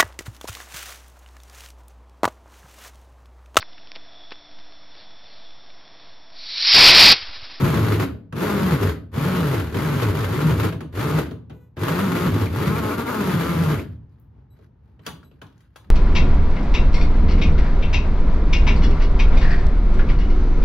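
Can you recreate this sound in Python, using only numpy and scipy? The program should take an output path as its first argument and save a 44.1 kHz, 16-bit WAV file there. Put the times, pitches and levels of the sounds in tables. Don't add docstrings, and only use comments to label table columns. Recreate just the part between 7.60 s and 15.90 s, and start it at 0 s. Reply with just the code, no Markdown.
import sys
import numpy as np
from scipy import signal
from scipy.fft import rfft, irfft, next_fast_len
from scipy.io import wavfile
from scipy.ndimage import uniform_filter1d

SR = 44100
rng = np.random.default_rng(int(sys.argv[2]) if len(sys.argv) > 2 else 0)


def wav_out(sig):
    wavfile.write(sys.argv[1], SR, np.round(np.clip(np.atleast_2d(sig).T, -1, 1) * 32767).astype(np.int16))


N = 366151

# time in seconds, tooth rate in Hz.
BURSTS = [
    [(-.1, 194), (.02, 187.8), (.11, 156.7), (.17, 111.9), (.29, 110.9), (.43, 98.5), (.48, 79)],
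    [(.74, 73.9), (.8, 169.2), (.88, 207.9), (1.08, 175.4), (1.14, 155.3), (1.19, 108.7), (1.29, 89.7),
     (1.37, 67.9)],
    [(1.513, 69.4), (1.68, 187.7), (1.79, 174.5), (1.95, 119.3), (2.03, 80.2), (2.11, 70.3), (2.18, 108.8),
     (2.25, 157.5), (2.39, 134.7), (2.53, 86.67), (2.61, 116.3), (2.67, 83.37), (2.82, 157), (2.89, 161.2),
     (2.96, 92.4), (3.04, 118), (3.16, 74.6)],
    [(3.315, 65.4), (3.44, 137), (3.51, 157), (3.59, 157), (3.68, 74.3)],
    [(4.158, 77.77), (4.21, 95.2), (4.31, 156.6), (4.42, 199.9), (4.55, 171.6), (4.66, 184.4),
     (4.73, 91.05), (4.8, 116.1), (4.89, 75.8), (4.96, 101.3), (5.03, 175.7), (5.13, 221.1), (5.52, 233.3),
     (5.64, 189.4), (5.75, 173.2), (5.82, 166.1), (5.93, 171.9), (6.13, 150.7), (6.19, 89.2), (6.255, 76.9)],
]
FEED_DB = [0.58, 0.32, -1.1, -0.74, -0.78]
# centre in seconds, half length in seconds, change in dB.
SLIPS = [(0.382, 0.02, -9.5), (0.773, 0.018, -0.5), (1.184, 0.021, -5.5), (2.116, .022, -0.5),
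         (2.707, 0.0074, -3.5), (2.968, 0.019, -3), (3.11, 0.016, -17), (3.652, 0.03, -11),
         (4.708, 0.014, -6.5), (4.895, 0.085, -3.5), (5.211, 0.012, -5.5), (5.363, .012, -8.5),
         (5.443, 0.02, -7.5), (5.77, 0.022, -1.5), (6.167, 0.015, -8.5)]
# time in seconds, extra chip force in dB.
SNAGS = [(0.045, 4), (.134, 1), (.175, 2), (.274, 3), (.323, 3), (0.403, 9.5), (0.428, 11.5), (0.829, 4),
         (.902, 3.5), (.99, 0), (1.127, 5), (1.226, 6.5), (1.249, -0.5), (1.29, 5), (1.631, 0.5), (1.76, 3),
         (1.837, 0), (1.862, -1), (1.937, 4), (2.166, 2.5), (2.227, 0.5), (2.344, 0), (2.426, 6.5),
         (2.576, 1), (2.65, 3), (2.725, 3.5), (2.812, 2.5), (2.9, 3.5), (3.0, 5), (3.04, 7), (3.398, 4),
         (3.588, 6), (4.228, 5), (4.282, 6), (4.305, 1.5), (4.39, 5), (4.565, 4.5), (4.663, 3.5),
         (4.778, 1), (4.815, 5.5), (4.985, 1), (5.022, 1), (5.076, 4), (5.162, 2), (5.252, 2), (5.319, 2),
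         (5.39, 2), (5.473, 4), (5.55, 1.5), (5.608, 3), (5.802, 1), (5.903, 0.5)]
# tooth rate in Hz, level in dB.
THROB = [(80, -19.5), (108, -20.5), (128, -22), (156, -18), (178, -22), (200, -24), (230, -29.5)]
# frequency in Hz, gain in dB.
GROWL = [(200, -17.5), (265, -2.5), (310, -5.5), (360, -2.5), (410, -0.5), (460, -6.5), (520, -10.5),
         (690, -24), (850, -15.5), (1150, -16), (1480, -14), (1750, -19), (2100, -25), (2600, -26)]
# frequency in Hz, gain in dB.
STEEL = [(250, -16.5), (520, -4.5), (730, -5), (830, -2.5), (950, -2), (1500, -3.5), (1780, -6.5),
         (2050, -6), (2500, -10), (3600, -13), (5000, -18), (5700, -23), (7000, -20), (8500, -19),
         (11000, -24.5), (12600, -17.5), (15500, -38.5)]
# frequency in Hz, gain in dB.
BLUNT = [(500, -1), (1100, 3), (1550, 5.5), (1900, -13), (5000, -9.5), (12600, -1.5)]
# frequency in Hz, width in Hz, gain in dB.
BAY_MODES = [(280, 52, 2), (340, 170, -1), (420, 17, 1.5), (450, 63, -14), (656, 39, -9.5)]
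# frequency in Hz, width in Hz, gain in dB.
BODY_MODES = [(77.7, 7.5, 4.5), (105, 15, 2.5), (157, 28, 3.5), (192, 150, -5)]
# frequency in Hz, T60 in seconds.
PANEL_T60 = [(60, 1.2), (160, 0.78), (420, 0.49), (1100, 0.35), (2900, 0.32), (8000, 0.26)]
# start in seconds, level in dB, relative thump in dB,
# relative treble in dB, contact time in seconds.
KNOCKS = [(.396, -20, 0, -25, 0.0053), (0.725, -29.5, 3, -16, 0.0025), (1.527, -60, -6, -23, .003),
          (2.144, -21, 1, -15, 0.0036), (3.124, -25, -0.5, -17, 0.0027), (3.206, -25.5, -1.5, -17, 0.0023),
          (3.372, -29, -3, -26, 0.0033), (3.664, -36, -6, -11, .003), (3.71, -37, 7.5, -10.5, 0.0066),
          (3.897, -43, 9.5, -14, 0.015), (4.167, -34, 1, -23, 0.012), (6.18, -42, 13, -17.5, 0.0049),
          (6.988, -56.5, 12, -23, 0.0044), (7.393, -41.5, -7, -31, 0.0011), (7.464, -27.5, -3, 0.5, 0.013),
          (7.631, -48, 1, -12, 0.0029), (7.713, -46, -1.5, -33, 0.0016), (7.816, -30, -10.5, -18, 0.0026),
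          (8.005, -53.5, -15, -5, 0.0023), (8.16, -35, -36, -8.5, 0.00073)]
# frequency in Hz, gain in dB.
CLANK = [(60, -12.5), (250, -2), (600, 6), (900, 7), (1450, 6), (2200, -2), (3200, -3), (5000, -16.5),
         (7000, -24), (9000, -26), (12600, -40), (15500, -47)]
# centre in seconds, level in dB.
SQUEAKS = [(4.87, -32), (5.08, -38.5), (5.168, -33), (5.25, -41), (5.32, -33), (5.4, -46), (5.478, -32),
           (6.196, -34)]
# centre in seconds, half length in seconds, level in dB.
SLIDES = [(6.33, 0.05, -70), (6.562, 0.058, -74), (7.01, 0.053, -64.5), (7.3, .09, -76),
          (7.478, 0.039, -49), (7.756, 0.15, -73), (7.968, 0.073, -69), (8.27, 0.2, -70.5)]
# frequency in Hz, gain in dB.
RUB = [(100, -13), (300, -5), (700, -4), (1400, 8), (3000, -5), (4800, -7), (5700, -16), (9000, -17),
       (12600, -14), (15500, -32)]
# start in seconds, level in dB, tilt in dB per octave.
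PINGS = [(7.465, -34.5, 9), (7.63, -41, -28), (8.159, -39, 1.5)]
# frequency in Hz, gain in dB, T60 in seconds.
CUP_MODES = [(1405, -3, 0.031), (1610, -7, 0.057), (1980, -16, 0.08), (2700, -10, 0.091),
             (3320, -9.5, 0.055), (4610, -21, 0.1)]
# start in seconds, level in dB, pitch in Hz.
TICKS = [(6.332, -54, 1700), (6.495, -70, 4960), (6.598, -56, 13800), (6.989, -67, 4510),
         (7.044, -65, 4800), (7.867, -50, 3500), (7.927, -57, 3000), (7.979, -57, 6060)]
# start in seconds, length in seconds,
# switching rate in Hz, level in dB.
WHINES = [(3.92, 0.13, 493, -61.5), (6.902, 0.025, 3930, -68.5), (7.415, 0.025, 3950, -78),
          (7.644, 0.021, 3930, -65)]
# frequency in Hz, gain in dB.
HOUSING = [(490, 18), (2500, 7.5), (3200, 2), (3950, 2), (5000, -9.5), (7500, 8), (9500, 1), (11300, 4),
           (12300, 9), (13700, 11), (15000, -5)]
# frequency in Hz, relative density in dB.
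RUMBLE = [(15, -34), (25, -42), (54, -9), (118, -8.5), (150, -17), (213, -21), (354, -29.5), (621, -39),
          (879, -35.5), (1030, -41), (2400, -54.5), (3500, -60), (7000, -73), (15000, -80.5)]
# frequency in Hz, side minus mid in dB.
WIDTH = [(60, -23), (130, -17.5), (250, -8.5), (480, -6), (700, 1), (1000, -4), (1450, -9), (2000, -3.5),
         (4500, -3), (6500, -3.5), (8500, 17.5), (10500, -2), (12600, -4), (14000, -36.5)]

STALL_HZ, SKATE_HZ = 97.2, 189
TOP_HZ = 15700


def saw():
    hz = curve(np.vstack(BURSTS))[0]
    skate = np.clip(0.014 * (hz - SKATE_HZ), 0, 1)
    wander = (0.017 + 0.02 * skate) * walk(45)
    teeth = np.cumsum(hz * (1 + wander)) / SR + 0.012 * walk(220)
    tones = throb(hz, teeth, skate) + growl(hz, teeth)
    chatter = 1 + 0.3 * np.cos(np.pi * teeth)
    speed_db = np.log2(hz / STALL_HZ)
    chips = tearing(teeth, grit_db=1.4, surge_db=0.9, bite=0.18) * chatter
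    chips *= np.sqrt(1 - 0.89 * skate) * amp(-31.5 + speed_db)
    hammer = strikes(teeth) * np.sqrt(skate + 0.55) * amp(-34.5)
    drum = tearing(teeth, grit_db=1, surge_db=1, bite=0.68) * (1 - 0.13 * skate) * amp(-28)
    boom = tearing(teeth, grit_db=2.5, surge_db=4.5, bite=0.33) * (1 - 0.86 * skate) * amp(-24.5)
    snag_db = snags_db()
    grab = amp(snag_db) * catches(teeth)
    forces = [tones * amp(0.34 * snag_db), chips * grab, hammer * grab,
              drum * amp(1.1 * snag_db), boom * amp(0.14 * snag_db)]
    return bite_depth(hz) * np.array(forces)


def bite_depth(hz, touch_s=0.019, attack_s=0.19, release_s=0.093, stall_db_per_hz=0.39):
    t, pulls = clock(), np.zeros(N)
    for burst, feed_db in zip(BURSTS, FEED_DB):
        start_s, end_s = burst[0][0], burst[-1][0]
        touch = np.clip((t - start_s) / touch_s, 0, 1)
        attack = np.clip(0.45 + (t - start_s) / attack_s, 0, 1)
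        release = np.clip((end_s - t) / release_s, 0, 1)
        pulls += amp(feed_db) * touch * attack * release
    stall_db = stall_db_per_hz * np.maximum(STALL_HZ - hz, 0)
    slip_db = sum(db * swell(s, half_s) for s, half_s, db in SLIPS)
    return pulls * amp(slip_db - stall_db)


def throb(hz, teeth, skate, spin_up_loss_db=4, full_spin_up_hz_per_s=570):
    tone = 0
    for ratio, db in [(1, 0.014), (0.46, -26.5)]:
        partial = np.sin(ratio * 2 * np.pi * teeth + 0.22 * walk(80))
        flutter_db = (3.4 + 5 * skate) * np.tanh(walk(45)) + 1.7 * walk(200)
        tone += partial * amp(db + flutter_db)
    spin_up = uniform_filter1d(np.clip(np.gradient(hz) * SR / full_spin_up_hz_per_s, 0, 1), size=2000)
    return unit(tone) * amp(across(THROB, hz) - spin_up_loss_db * spin_up)


def growl(hz, teeth, count=12, gain_db=-28):
    out, speed = np.zeros(N), hz / SKATE_HZ
    for k in range(2, count + 1):
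        rough_db = 4 * np.tanh(walk(25)) + 1.5 * walk(160)
        jitter_rad = (0.2 + 0.055 * k) * speed * walk(90)
        gain = amp(gain_db + rough_db + across(GROWL, k * hz)) * np.minimum(speed, 1) ** (k / count)
        out += gain * np.sin(k * 2 * np.pi * teeth + jitter_rad)
    return out


def tearing(teeth, grit_db, surge_db, bite):
    grains = rng.standard_normal(N) * amp(grit_db * walk(900) + surge_db * walk(60))
    return unit(grains * (1 + bite * np.cos(2 * np.pi * teeth)))


def strikes(teeth, scatter_db=1.3, alternate_db=1):
    at = np.flatnonzero(np.diff(np.floor(teeth)))
    size = amp(scatter_db * rng.standard_normal(N)[:len(at)] + alternate_db * (np.arange(len(at)) % 2))
    return unit(np.bincount(at, size, N))


def snags_db(rise_s=0.0089, fall_s=0.012):
    t, out = clock(), np.zeros(N)
    for s, db in SNAGS:
        near = slice(max(int(s * SR) - SR // 10, 0), int(s * SR) + SR // 10)
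        since_s = t[near] - s
        out[near] += db * np.exp(-(since_s / np.where(since_s < 0, rise_s, fall_s)) ** 2)
    return out


def catches(teeth, mean_gap_teeth=5, mean_jump_db=4, fall_s=0.004):
    at = np.flatnonzero(np.diff(np.floor(teeth)))
    gap, size = rng.uniform(0.5, 1.5, (len(at), 2)).T
    caught = np.cumsum(np.round(mean_gap_teeth * gap)).astype(int)
    caught = caught[caught < len(at)]
    jumps = np.bincount(at[caught], size[:len(caught)], N)
    decays = signal.lfilter([1], [1, -np.exp(-1 / (fall_s * SR))], jumps)
    return unit(amp(mean_jump_db * decays))


def panel(force, gain, early_s, tail_db, spots=1):
    t, hz = np.arange(SR) / SR, bins(SR)
    edges_hz = [0, 120, 300, 700, 1800, 5000, SR]
    spot = rng.integers(0, spots, N)
    noise = rfft(rng.standard_normal((spots, 2, SR)))
    responses = 0
    for lo, hi in zip(edges_hz, edges_hz[1:]):
        t60_s = across(PANEL_T60, np.sqrt((lo + 20) * hi))
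        fade = np.exp(-t / early_s) + amp(tail_db) * np.exp(-np.log(1000) * t / t60_s)
        band = irfft(noise * ((hz >= lo) & (hz < hi)), SR)
        responses += band * fade / np.linalg.norm(fade)
    size, spectrum = next_fast_len(N + SR, True), 0
    for k, pair in enumerate(responses):
        ripple = np.sqrt(uniform_filter1d(np.abs(rfft(pair)) ** 2, size=220))
        rings = [colour(r, unit(gain) / np.interp(bins(), hz, p)) for r, p in zip(pair, ripple)]
        spectrum += rfft(force * (spot == k), size) * rfft(rings, size)
    return irfft(spectrum, size)[:, :N]


def knocks(thump_s=0.027, tick_s=0.0078, bay_db=-4.5):
    grate, thump, tick = np.zeros((3, N))
    for s, db, thump_db, treble_db, contact_s in KNOCKS:
        t = clock()[:N - int(s * SR)][:SR // 2]
        contact, shove = rng.standard_normal((2, SR // 2))[:, :len(t)]
        at = slice(int(s * SR), int(s * SR) + len(t))
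        grate[at] += amp(db) * contact * np.exp(-t / max(contact_s, 1e-3))
        thump[at] += amp(db + thump_db) * shove * np.exp(-t / thump_s)
        tick[at] += amp(db + treble_db) * shove * np.exp(-t / tick_s)
    return grate, thump, amp(bay_db) * thump, tick


def squeaks(pitch_hz=2290, half_s=0.0083):
    hz = pitch_hz * (1 + 0.05 * walk(400))
    tone = np.sin(2 * np.pi * np.cumsum(hz) / SR)
    return tone * sum(amp(db) * swell(s, half_s) for s, db in SQUEAKS)


def pings():
    out, t = np.zeros(N), np.arange(SR // 8) / SR
    for s, db, tilt_db in PINGS:
        ring, at = 0, int(s * SR)
        for hz, mode_db, t60_s in CUP_MODES:
            gain = amp(db + mode_db + tilt_db * np.log2(hz / CUP_MODES[0][0]))
            ring += gain * np.sin(2 * np.pi * hz * t) * np.exp(-np.log(1000) * t / t60_s)
        out[at:at + len(t)] += ring[:N - at]
    return out


def slides():
    grain = amp(4.5 * np.tanh(walk(35)) + 4 * walk(300))
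    envelope = sum(amp(db) * swell(s, half_s) for s, half_s, db in SLIDES)
    return envelope * unit(rng.standard_normal(N) * grain)


def ticks(fall_s=0.0015):
    out, t = np.zeros(N), np.arange(SR // 20) / SR
    for s, db, hz in TICKS:
        gain = resonances([(hz, 0.35 * hz, 0)], low_hz=hz / 2, top_hz=TOP_HZ)
        burst = unit(colour(rng.standard_normal(len(t)), gain))
        out[int(s * SR):int(s * SR) + len(t)] += amp(db) * burst * np.exp(-t / fall_s)
    return out


def drive_whine(rise_s=0.004, ring_s=0.03, tilt_db_per_octave=-3, waver_db=2):
    out, t = np.zeros(N), np.arange(SR // 3) / SR
    for s, length_s, hz, db in WHINES:
        k = np.arange(1, TOP_HZ // hz + 1)[:, None]
        gain = amp(tilt_db_per_octave * np.log2(k) + across(HOUSING, k * hz))
        tone = unit((gain * np.cos(2 * np.pi * k * hz * t)).sum(0))
        envelope = np.clip(t / rise_s, 0, 1) * np.exp(-np.maximum(t - length_s, 0) / ring_s)
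        waver = amp(waver_db * walk(70)[:len(t)])
        out[int(s * SR):int(s * SR) + len(t)] += amp(db) * tone * envelope * waver
    return out


def outdoors(level_db=-51, swell_db=2.5):
    gain = unit(amp(across(RUMBLE, bins())))
    envelope = amp(level_db + swell_db * walk(12))
    return envelope * np.array([colour(rng.standard_normal(N), gain) for _ in range(2)])


def stereo(mid, side):
    ratio = amp(across(WIDTH, bins()))
    mid = colour(mid, 1 / np.hypot(1, ratio))
    side = colour(side, ratio / np.hypot(1, ratio))
    return np.array([mid + side, mid - side])


def resonances(modes, low_hz, top_hz):
    hz = bins() + 1
    power = sum(amp(db) ** 2 / (1 + ((hz / f - f / hz) * f / width) ** 2) for f, width, db in modes)
    return np.sqrt(power / (1 + (low_hz / hz) ** 6) / (1 + (hz / top_hz) ** 8))


def colour(x, gain):
    cepstrum = irfft(np.log(gain + 1e-6))
    half = len(cepstrum) // 2
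    cepstrum[1:half] *= 2
    cepstrum[half + 1:] = 0
    return signal.fftconvolve(x, irfft(np.exp(rfft(cepstrum))))[:len(x)]


def bins(size=8192):
    return np.fft.rfftfreq(size, 1 / SR)


def across(points, hz):
    f, value = np.transpose(points)
    return np.interp(np.log(hz + 1), np.log(f), value)


def curve(rows):
    s, *columns = np.transpose(rows)
    return [np.interp(clock(), s, c) for c in columns]


def walk(rate_hz):
    k = max(int(SR / rate_hz), 1)
    return unit(uniform_filter1d(rng.standard_normal(N)[np.arange(N) // k], k))


def swell(centre_s, half_s):
    return np.exp(-((clock() - centre_s) / half_s) ** 2)


def clock():
    return np.arange(N) / SR


def amp(db):
    return 10 ** (np.asarray(db) / 20)


def unit(x):
    return x / np.sqrt(np.mean(x ** 2))


def scene():
    tooth_tones, chips, hammer, drum, boom = saw()
    grate, thump, clunk, tick = knocks()
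    hz = bins()
    steel, clank, flat = amp(across(STEEL, hz)), amp(across(CLANK, hz)), np.ones(len(hz))
    bay = resonances(BAY_MODES, low_hz=184, top_hz=700)
    body = resonances(BODY_MODES, low_hz=71, top_hz=320)
    sound = panel(chips, steel, early_s=0.0049, tail_db=-12, spots=4)
    sound += panel(hammer, steel * amp(across(BLUNT, hz)), early_s=0.0032, tail_db=-20)
    sound += panel(grate, clank, early_s=0.005, tail_db=-13, spots=2)
    sound += panel(tick, clank * hz ** 2, early_s=0.0012, tail_db=-15.5)
    sound += panel(drum + clunk, bay, early_s=0.0044, tail_db=-14.5, spots=5)
    sound += panel(boom + thump, body, early_s=0.019, tail_db=-2, spots=5)
    sound += panel(slides(), amp(across(RUB, hz)), early_s=0.0033, tail_db=-33)
    sound += panel(ticks(), flat, early_s=0.0011, tail_db=-16)
    sound += outdoors()
    tones = tooth_tones + squeaks() + pings() + drive_whine()
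    sound += amp(-13) * panel(tones, flat, early_s=0.01, tail_db=-10)
    sound[0] += tones
    return stereo(*sound)


def record(dry):
    shaded = signal.sosfilt(signal.butter(1, [250, 7000], "band", fs=SR, output="sos"), dry)
    x = dry + 0.088 * np.array([[1], [-1]]) * shaded
    x = 0.65 * np.tanh(x / 0.65)
    x = signal.sosfilt(signal.butter(4, 47, "high", fs=SR, output="sos"), x)
    return signal.sosfilt(signal.ellip(8, 0.2, 70, TOP_HZ, fs=SR, output="sos"), x)


dry = scene()
out = record(dry)
wav_out(out)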